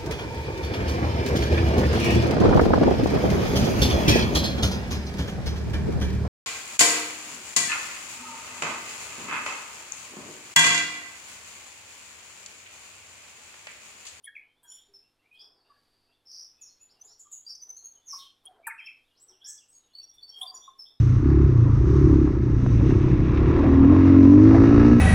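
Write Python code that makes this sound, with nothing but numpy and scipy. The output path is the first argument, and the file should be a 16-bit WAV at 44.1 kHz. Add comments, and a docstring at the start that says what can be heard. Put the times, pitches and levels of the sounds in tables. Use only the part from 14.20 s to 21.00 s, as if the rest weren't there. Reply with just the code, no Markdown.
"""Caged canaries in a small room

Canaries chirp and sing in a wire cage. Each note is a whistled glide of the syrinx, clean or rasped
by a fast flutter of its membranes; reflections from the hard walls smear it into a ringing tail.
Sharp noise bursts open the harsh calls. Feathers rustle, with a few faint ticks, over room noise and
mains hum. Hiss swells around some notes, and faint sideband tones follow the high ones."""
import sys
import numpy as np
from scipy import signal
from scipy.fft import rfft, irfft, next_fast_len
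from scipy.io import wavfile
from scipy.ndimage import uniform_filter1d, map_coordinates

SR = 44100
rng = np.random.default_rng(int(sys.argv[2]) if len(sys.argv) > 2 else 0)


def pcm_store(signal):
    """Save signal as 16-bit PCM."""
    levels = np.round(np.clip(np.atleast_2d(signal), -1, 1) * 32767)
    wavfile.write(sys.argv[1], SR, levels.astype(np.int16).T)


N = 299880

# spectrum of the room noise: frequency_hz, density_db
ROOM_NOISE = [(20, 5.5), (60, -9), (130, -9.5), (400, -7.5), (1100, -10.5), (2000, -13.5), (2800, -13),
              (3400, -10.5), (4500, -14.5), (6500, -22.5), (12000, -20), (13500, -30), (15500, -52)]
# notes of nearly steady pitch: start_s, length_s, pitch_hz, level_db, room_db
WHISTLES = [(0.058, 0.048, 2200, -55.5, -8), (0.065, 0.029, 3300, -49.5, -6.5),
            (0.427, 0.054, 3280, -68.5, 4), (0.477, 0.058, 6990, -46, -1.5), (1.11, 0.02, 2490, -57, 4),
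            (2.351, 0.086, 2570, -73, 3.5), (2.49, 0.036, 4330, -67.5, 1.5),
            (2.602, 0.065, 6970, -53.5, -9.5), (2.811, 0.017, 6090, -42.5, -14),
            (3.264, 0.024, 4730, -43, 3), (3.348, 0.014, 6060, -47.5, -12), (3.417, 0.022, 6020, -38, -2.5),
            (3.487, 0.031, 6070, -36.5, -5.5), (3.554, 0.1, 4284, -69.5, 9), (3.633, 0.047, 6490, -42, -8),
            (3.712, 0.015, 6480, -49.5, 1.5), (3.975, 0.032, 4240, -53, 3.5),
            (4.043, 0.082, 3170, -55, -12), (4.261, 0.024, 3265, -46, -28), (4.59, 0.085, 3170, -55, 3),
            (4.654, 0.023, 5360, -43, -8), (4.679, 0.024, 2610, -47, -5), (5.377, 0.023, 3390, -55.5, -15),
            (5.522, 0.083, 6645, -55, -6), (5.749, 0.0086, 4420, -43.5, 0),
            (5.776, 0.036, 4500, -40.5, -2.5), (5.827, 0.028, 5620, -44.5, -25),
            (5.869, 0.062, 5630, -52, -4.5), (5.975, 0.033, 3520, -51, -7.5), (6.024, 0.032, 4520, -40, -4),
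            (6.089, 0.018, 5520, -44, -2.5), (6.121, 0.093, 3230, -50, 1), (6.26, 0.012, 3510, -39, -15),
            (6.272, 0.019, 4720, -40.5, -7), (6.294, 0.02, 4696, -37.5, -18), (6.341, 0.016, 6970, -44, 2),
            (6.347, 0.043, 5765, -43.5, -4), (6.364, 0.015, 4700, -45.5, -19)]


def amp(db):
    """Decibels to amplitude ratio."""
    return 10 ** (np.asarray(db) / 20)


def unit(x):
    """Normalisation to rms 1."""
    return x / np.sqrt(np.mean(x ** 2) + 1e-20)


def along(points, hz):
    """Interpolation of (frequency_hz, value) points on a logarithmic frequency axis."""
    frequencies, values = np.transpose(points)
    return np.interp(np.log(hz + 1), np.log(frequencies + 1), values)


def wobble(rate_hz, size):
    """Smooth random modulation: a spline through rate_hz Gaussian knots a second."""
    knots = rng.standard_normal(int(N * rate_hz / SR) + 4)
    return map_coordinates(knots, [np.arange(size) * rate_hz / SR])


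def filtered(x, response):
    """Linear filtering: the spectrum is multiplied by a frequency response."""
    size = x.shape[-1]
    padded = next_fast_len(size + 8192)
    return irfft(rfft(x, padded) * response(np.fft.rfftfreq(padded, 1 / SR)), padded)[..., :size]


def noise(colour, size):
    """Spectral shaping of white noise, at rms 1."""
    return unit(filtered(rng.standard_normal(size), lambda hz: amp(along(colour, hz))))


def add(out, start_s, sound):
    """Superposition of a delayed sound on a track, in place."""
    start = max(0, round(start_s * SR))
    part = sound[:max(0, len(out) - start)]
    out[start:start + len(part)] += part


def track(events):
    """Superposition of (start_s, sound) pairs."""
    out = np.zeros(N)
    for start_s, sound in events:
        add(out, start_s, sound)
    return out


def swell(length_s, lean=0.65):
    """Amplitude envelope with a quick attack and a slow decay."""
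    size = round(length_s * SR)
    return np.sin(np.pi * (np.arange(size) / size) ** lean) ** 2


def in_room(sound, room_db, build_up_s=0.00057):
    """Reverberation: an exponentially decaying tail joins the direct sound, at room_db relative to it."""
    # reverberation time of the room: frequency_hz, t60_s
    decay_times = [(400, 0.39), (1000, 0.43), (2500, 0.32), (5500, 0.35), (8000, 0.33), (14000, 0.14)]
    # the birds move, so every tail is new
    hz, t, spectrum = signal.stft(rng.standard_normal(SR // 2), SR, nperseg=256)
    decay = amp(-60 * t / along(decay_times, hz)[:, None])
    tail = signal.istft(spectrum * decay, SR, nperseg=256)[1]
    tail *= 1 - np.exp(-np.arange(len(tail)) / SR / build_up_s)
    wet = signal.fftconvolve(sound, tail)
    wet *= amp(room_db) * np.linalg.norm(sound) / np.linalg.norm(wet)
    add(wet, 0, sound)
    return wet


def background(noise_db=-77.5, waver_db=-2.0):
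    """Noise floor: wavering room noise and mains harmonics that drift in phase."""
    # mains harmonics: frequency_hz, rms_db
    harmonics = [(100, -89), (150, -94), (200, -100), (250, -90), (300, -90.5), (350, -94.5), (500, -91.5)]
    t = np.arange(N) / SR
    hum = sum(np.sqrt(2) * amp(db) * np.sin(2 * np.pi * hz * t + 0.76 * wobble(2.57, N))
              for hz, db in harmonics)
    return hum + amp(noise_db + waver_db * wobble(4.4, N)) * noise(ROOM_NOISE, N)


def rumble(level_db=-89, surge_db=4):
    """Narrow-band noise near 60 Hz surges under random amplitude modulation."""
    # spectrum of the rumble: frequency_hz, density_db
    colour = [(20, -61), (60, 11), (150, -14.5), (1000, -64)]
    return amp(level_db + surge_db * wobble(6.2, N)) * noise(colour, N)


def hiss(song, relative_db=-29, smoothing_s=0.037, growth=0.85, treble_hz=3500):
    """Envelope following: a soft broad hiss swells and fades with the high notes."""
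    # spectrum of the hiss: frequency_hz, density_db
    colour = [(300, -14.5), (1000, 5.5), (2200, -11), (4000, 0), (7000, -5), (10000, -3), (12500, 3.5),
              (15500, -3.5)]
    treble = filtered(song, lambda hz: (hz / np.hypot(hz, treble_hz)) ** 3)
    power = np.abs(uniform_filter1d(treble ** 2, round(smoothing_s * SR)))
    envelope = power ** (growth / 2)
    return amp(relative_db) * np.std(song) * unit(envelope * noise(colour, N))


def rustle(gain_db=-2, flicker_db=3.5, idle_db=-82):
    """Friction noise: feathers and feet stir in uneven little puffs."""
    # birds shifting about: start_s, length_s, level_db
    stirs = [(0.423, 0.19, -89), (1.09, 0.62, -76), (2.718, 0.34, -75), (3.397, 0.42, -77.5),
             (4.212, 0.36, -68), (5.05, 0.32, -77.5), (5.964, 0.92, -73.5)]
    # spectrum of the rustle: frequency_hz, density_db
    colour = [(90, -10), (160, -11), (280, -4), (420, 9), (550, -2.5), (720, 6.5), (1100, 0.5), (1800, -7),
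              (4000, -49)]
    motion = amp(idle_db) + track((start, amp(db) * swell(length)) for start, length, db in stirs)
    return motion * amp(gain_db + flicker_db * wobble(35, N)) * noise(colour, N)


def hiss_swells(flicker_db=2.0, room_db=-2):
    """Amplitude-modulated noise: short swells of bright, flickering hiss around some of the notes."""
    # swells of hiss: start_s, length_s, level_db
    swells = [(0.504, 0.16, -70.5), (1.115, 0.097, -82), (3.888, 0.23, -63), (5.936, 0.038, -69.5),
              (6.153, 0.18, -64)]
    # spectrum of a swell: frequency_hz, density_db
    colour = [(1000, -6.5), (2500, -4), (6000, -12), (8500, 2.5), (12000, 1), (15500, -4)]
    envelope = track((start, amp(db) * swell(length)) for start, length, db in swells)
    direct = envelope * amp(flicker_db * wobble(120, N)) * noise(colour, N)
    return in_room(direct, room_db)[:N]


def noise_bursts(gain_db=-1, room_db=-17, rise_s=0.005):
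    """Damped transients: sharp, bright noise bursts at the start of harsh calls, and a few faint ticks."""
    # bursts and ticks: start_s, level_db, t60_s
    bursts = [(0.047, -57, 0.1), (0.4298, -55, 0.13), (2.8144, -71, 0.08), (4.468, -25.5, 0.053),
              (6.2163, -44, 0.062)]
    # spectrum of a burst: frequency_hz, density_db
    colour = [(500, -28), (5000, -24.5), (6600, -34), (7500, 1), (9000, 3), (10500, 0), (13000, 0.5),
              (15500, -15)]
    out = np.zeros(N)
    t = np.arange(SR // 4) / SR
    attack = 1 - np.exp(-t / rise_s)
    for start, db, t60 in bursts:
        burst = noise(colour, len(t)) * attack * amp(-60 * t / t60)
        add(out, start, amp(db + gain_db) * in_room(burst, room_db))
    return out


def syrinx(length_s, start_hz, middle_hz, end_hz, rasp, third_db,
           flutter_hz=170, jitter=0.002, lean=1.04, tremor_db=3.5):
    """Frequency modulation: fluttering membranes rasp a tone that glides through three pitches."""
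    size = round(length_s * SR)
    progress = np.arange(size) / size
    contour = np.polyfit([0, .5, 1], np.log([start_hz, middle_hz, end_hz]), 2)
    glide_hz = np.exp(np.polyval(contour, progress))
    breath = np.sin(np.pi * progress ** lean)  # air pressure builds more slowly than it drops
    uneven_hz = flutter_hz * (1 + 0.398 * wobble(119.4, size))
    flutter = np.sin(2 * np.pi * np.cumsum(uneven_hz) / SR)
    roughness = 0.76 * flutter + 0.34 * wobble(900, size)
    # the pitch swings wider as the note swells
    swing = rasp * np.sqrt(breath) * roughness + jitter * wobble(250, size)
    phase = 2 * np.pi * np.cumsum(glide_hz * (1 + swing)) / SR
    third_harmonic = np.sin(3 * phase) * (3 * glide_hz < SR / 2)
    envelope = breath ** 0.83 * amp(tremor_db * wobble(280, size))
    return (np.sin(phase) + amp(third_db) * third_harmonic) * envelope


def note(length_s, hz, start_ratio, end_ratio, rasp, db, room_db, third_db=-55):
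    """Direct and reverberant sound of one glide; its ends lie at the given ratios to its middle pitch."""
    direct = syrinx(length_s, hz * start_ratio, hz, hz * end_ratio, rasp, third_db)
    return amp(db) * in_room(direct, room_db)


def far_chatter(db=-81, room_db=6, length_s=0.059, pitch_hz=3200, spread=0.19, count=40):
    """Beyond the critical distance reverberation dominates: birds across the room twitter at random."""
    song = np.zeros(N)
    for when, height, slope, strength in rng.uniform(-1, 1, (count, 4)):
        hz = pitch_hz * np.exp(spread * height)
        chirp = note(length_s, hz, start_ratio=np.exp(-.15 * slope), end_ratio=1, rasp=0.025,
                     db=db + 2 * strength, room_db=room_db, third_db=-49)
        add(song, (when + 1) / 2 * N / SR, chirp)
    return song


def far_trill(start_s=1.33, rate_hz=15, db=-80, fade_db=-6, room_db=9, count=9):
    """Periodic repetition: a distant bird's falling syllable fades, blurred by reverberation."""
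    song = np.zeros(N)
    for k in range(count):
        syllable = syrinx(0.096, start_hz=4900, middle_hz=4670, end_hz=4270, rasp=0.025, third_db=-45)
        add(song, start_s + k / rate_hz, amp(db + fade_db * k / count) * in_room(syllable, room_db))
    return song


def neighbour(length_s=0.051, pitch_hz=3500, scoop=0.115, lift=0.01, rasp=0.015, room_db=5):
    """A bird further off repeats one rising glide, heard mostly by reflection."""
    # soft calls: start_s, level_db
    calls = [(0.353, -79.5), (1.912, -78), (3.8, -74), (4.2, -81), (5.7, -76), (5.9, -71.5)]
    return track((start, note(length_s, pitch_hz, 1 - scoop, 1 + lift, rasp, db, room_db))
                 for start, db in calls)


def falls(length_s=0.06, head=0.28, sag=0.16, rasp=0.025, room_db=6):
    """Downward frequency sweeps that flatten, soft between the louder notes."""
    # falling sweeps: start_s, pitch_hz, level_db
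    notes = [(5.097, 3150, -74), (5.378, 2950, -71.5), (5.515, 4640, -76)]
    return track((start, note(length_s, hz, 1 + head, 1 - sag, rasp, db, room_db))
                 for start, hz, db in notes)


def slurs(overshoot=0.24, rasp=0.035, room_db=6):
    """Upward frequency sweeps that flatten, from birds further off, heard mostly by reflection."""
    # rising slurs: start_s, length_s, pitch_hz, rise_fraction, level_db
    notes = [(1.009, 0.095, 2350, 0.21, -76.5), (1.123, 0.13, 3317, 0.079, -61.5),
             (1.14, 0.03, 4700, 0.39, -75), (1.188, 0.0458, 5175, 0.09, -52.5),
             (2.687, 0.035, 5010, 0.25, -64.5), (2.831, 0.034, 7000, 0.073, -56),
             (2.86, 0.088, 4260, 0.19, -74), (2.864, 0.08, 5480, 0.15, -61),
             (3.557, 0.033, 6410, 0.057, -52), (4.428, 0.089, 2440, 0.055, -52.5),
             (4.949, 0.055, 5470, 0.35, -68.5), (4.998, 0.042, 7985, 0.089, -55.5),
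             (5.201, 0.045, 3310, 0.074, -57), (5.209, 0.122, 1685, 0.12, -72),
             (5.242, 0.026, 5664, 0.11, -44.5), (5.264, 0.035, 7740, 0.15, -42.5),
             (5.476, 0.047, 8140, 0.056, -62), (5.632, 0.016, 3000, 0.2, -83),
             (6.405, 0.067, 3540, 0.04, -59), (6.65, 0.033, 3467, 0.08, -58)]
    return track((start, note(length, hz, 1 - rise, 1 + overshoot * rise, rasp, db, room_db))
                 for start, length, hz, rise, db in notes)


def low_notes(sag=0.036, rasp=0.04):
    """Roughness from frequency modulation: hoarse notes far under the song that sink slightly."""
    # hoarse notes: start_s, length_s, pitch_hz, level_db, room_db
    notes = [(0.423, 0.035, 975, -68, 4), (0.427, 0.046, 1574, -68, 5), (0.669, 0.081, 392.8, -70.5, 2),
             (1.199, 0.14, 400.5, -76.5, 2.5), (1.496, 0.038, 1140, -54, -9.5),
             (1.484, 0.097, 1684, -76, 3), (3.05, 0.033, 1177, -63.5, -6),
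             (3.927, 0.032, 1103, -40.5, -2.5), (4.272, 0.063, 741, -53, -9.5),
             (4.38, 0.054, 675, -59, -13), (4.467, 0.028, 912, -34.5, -10), (4.992, 0.15, 375.7, -74.5, 7),
             (6.199, 0.074, 749, -52.5, -2), (6.21, 0.062, 1043, -51, -1.5), (6.311, 0.047, 1065, -52, -1),
             (6.476, 0.021, 1087, -43, -8)]
    return track((start, note(length, hz, 1 + sag, 1 - sag, rasp, db, room_db))
                 for start, length, hz, db, room_db in notes)


def squeaks(scoop=0.107, lift=0.023, rasp=0.036):
    """Harmonic content sets timbre: a strong third harmonic makes an upward scoop piercing."""
    # squeaks: start_s, length_s, pitch_hz, fundamental_db, room_db, third_harmonic_db
    notes = [(0.036, 0.029, 3330, -53, -21, 8.5), (0.505, 0.025, 3360, -55.5, 2.5, 0.5),
             (4.254, 0.011, 3150, -59, -22, 16.5), (6.207, 0.038, 3450, -32, -11, -13)]
    return track((start, note(length, hz, 1 - scoop, 1 + lift, rasp, db, room_db, third_db))
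                 for start, length, hz, db, room_db, third_db in notes)


def buzzes():
    """Deep frequency modulation spreads an even glide into buzzing sidebands."""
    # buzzes: start_s, length_s, pitch_hz, glide_octaves, rasp_fraction, level_db, room_db
    notes = [(0.565, 0.05, 3326, 0.12, 0.088, -62, 3.5), (2.053, 0.23, 5335, 0.027, 0.11, -47, 2),
             (3.277, 0.04, 5383, -0.075, 0.053, -42.5, 3.5), (3.857, 0.095, 5682, -0.5, 0.056, -46, 8.5),
             (3.975, 0.07, 3423, -0.3, 0.12, -59.5, 10.5)]
    return track((start, note(length, hz, 2 ** (-glide / 2), 2 ** (glide / 2), rasp, db, room_db))
                 for start, length, hz, glide, rasp, db, room_db in notes)


def chips(undershoot=0.2, rasp=0.023):
    """Decelerating glides: notes dive from above and level out just under their pitch."""
    # diving chips: start_s, length_s, pitch_hz, dive_fraction, level_db, room_db
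    notes = [(0.068, 0.028, 1721, 0.17, -44.5, -3.5), (0.466, 0.07, 5560, 0.049, -62.5, 7),
             (2.411, 0.035, 6540, 0.13, -46, 0.5), (2.991, 0.0179, 7000, 0.142, -49.5, 8),
             (3.114, 0.018, 6950, 0.18, -42.5, 7)]
    return track((start, note(length, hz, 1 + dive, 1 - undershoot * dive, rasp, db, room_db))
                 for start, length, hz, dive, db, room_db in notes)


def chirps(head=0.23, rasp=0.022):
    """Pitch follows driving pressure: notes start a little high and sag faster as the air runs out."""
    # drooping chirps: start_s, length_s, pitch_hz, droop_fraction, level_db, room_db
    notes = [(0.152, 0.022, 2397, 0.19, -39, -0.5), (0.736, 0.027, 5310, 0.023, -48.5, 1),
             (2.413, 0.073, 5620, 0.12, -60.5, 8), (4.468, 0.016, 1640, 0.35, -29.5, -2.5),
             (4.493, 0.04, 2082, 0.33, -38, -7.5), (4.58, 0.037, 2480, 0.25, -39, -2),
             (4.576, 0.04, 5400, 0.11, -70.5, 1.5), (4.662, 0.029, 2545, 0.22, -39.5, -0.5),
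             (5.081, 0.025, 5730, 0.11, -54.5, 0.5), (5.27, 0.049, 6430, 0.13, -49, 2),
             (5.364, 0.019, 5560, 0.13, -49, -1), (6.583, 0.053, 5286, 0.037, -43.5, 1.5)]
    return track((start, note(length, hz, 1 + head * droop, 1 - droop, rasp, db, room_db))
                 for start, length, hz, droop, db, room_db in notes)


def lead_ins(length_s=0.0267, early_s=0.018, scoop=0.088, rasp=0.01, under_db=-22, room_db=3):
    """Onset glides: the bird slides softly up into each whistle."""
    return track((start - early_s, note(length_s, hz, 1 - scoop, 1, rasp, db + under_db, room_db))
                 for start, _, hz, db, _ in WHISTLES)


def whistles(scoop=0.0059, lift=0.0053, rasp=0.0077):
    """Nearly sinusoidal oscillation: clean notes that barely move in pitch."""
    return track((start, note(length, hz, 1 - scoop, 1 + lift, rasp, db, room_db))
                 for start, length, hz, db, room_db in WHISTLES)


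def canaries():
    """Superposition of the song's notes, every kind made by the syrinx."""
    return (whistles() + lead_ins() + slurs() + chips() + chirps() + falls()
            + buzzes() + squeaks() + low_notes())


def scene(side_db=-23, side_noise_db=-97):
    """Mid-side stereo, nearly mono: only a trace of the room and a low rumble differ between the ears."""
    song = canaries() + neighbour() + far_trill() + far_chatter()
    mid = song + hiss(song) + noise_bursts() + rustle() + hiss_swells() + background()
    reflections = in_room(song, room_db=0)[:N] - song
    side = amp(side_db) * reflections + amp(side_noise_db) * noise(ROOM_NOISE, N)
    return np.array([mid + side, mid - side + rumble()])


def record(dry, step_hz=3900, one_step_db=-18, two_steps_db=-21, top_hz=16000):
    """Ring modulation sets faint sidebands one and two steps from each tone; a low-pass cuts the top."""
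    # response ahead of the modulation: frequency_hz, gain_db
    input_response = [(1000, -9.5), (2500, -13), (3500, -8), (4600, -6), (6000, 2), (7200, -2.5), (9000, 3)]
    # response that colours the sidebands: frequency_hz, gain_db
    sideband_response = [(500, -13.5), (2200, -21.5), (5000, -23), (8400, -3), (10000, -10.5), (11000, 3),
                         (13000, -13.5), (15500, -4.5)]
    phase = 2 * np.pi * step_hz * np.arange(N) / SR
    carrier = 2 * (amp(one_step_db) * np.cos(phase) + amp(two_steps_db) * np.cos(2 * phase))
    emphasised = filtered(dry, lambda hz: amp(along(input_response, hz)))
    sidebands = filtered(emphasised * carrier, lambda hz: amp(along(sideband_response, hz)))
    return filtered(dry + sidebands, lambda hz: hz < top_hz)


dry = scene()
out = record(dry)
pcm_store(out)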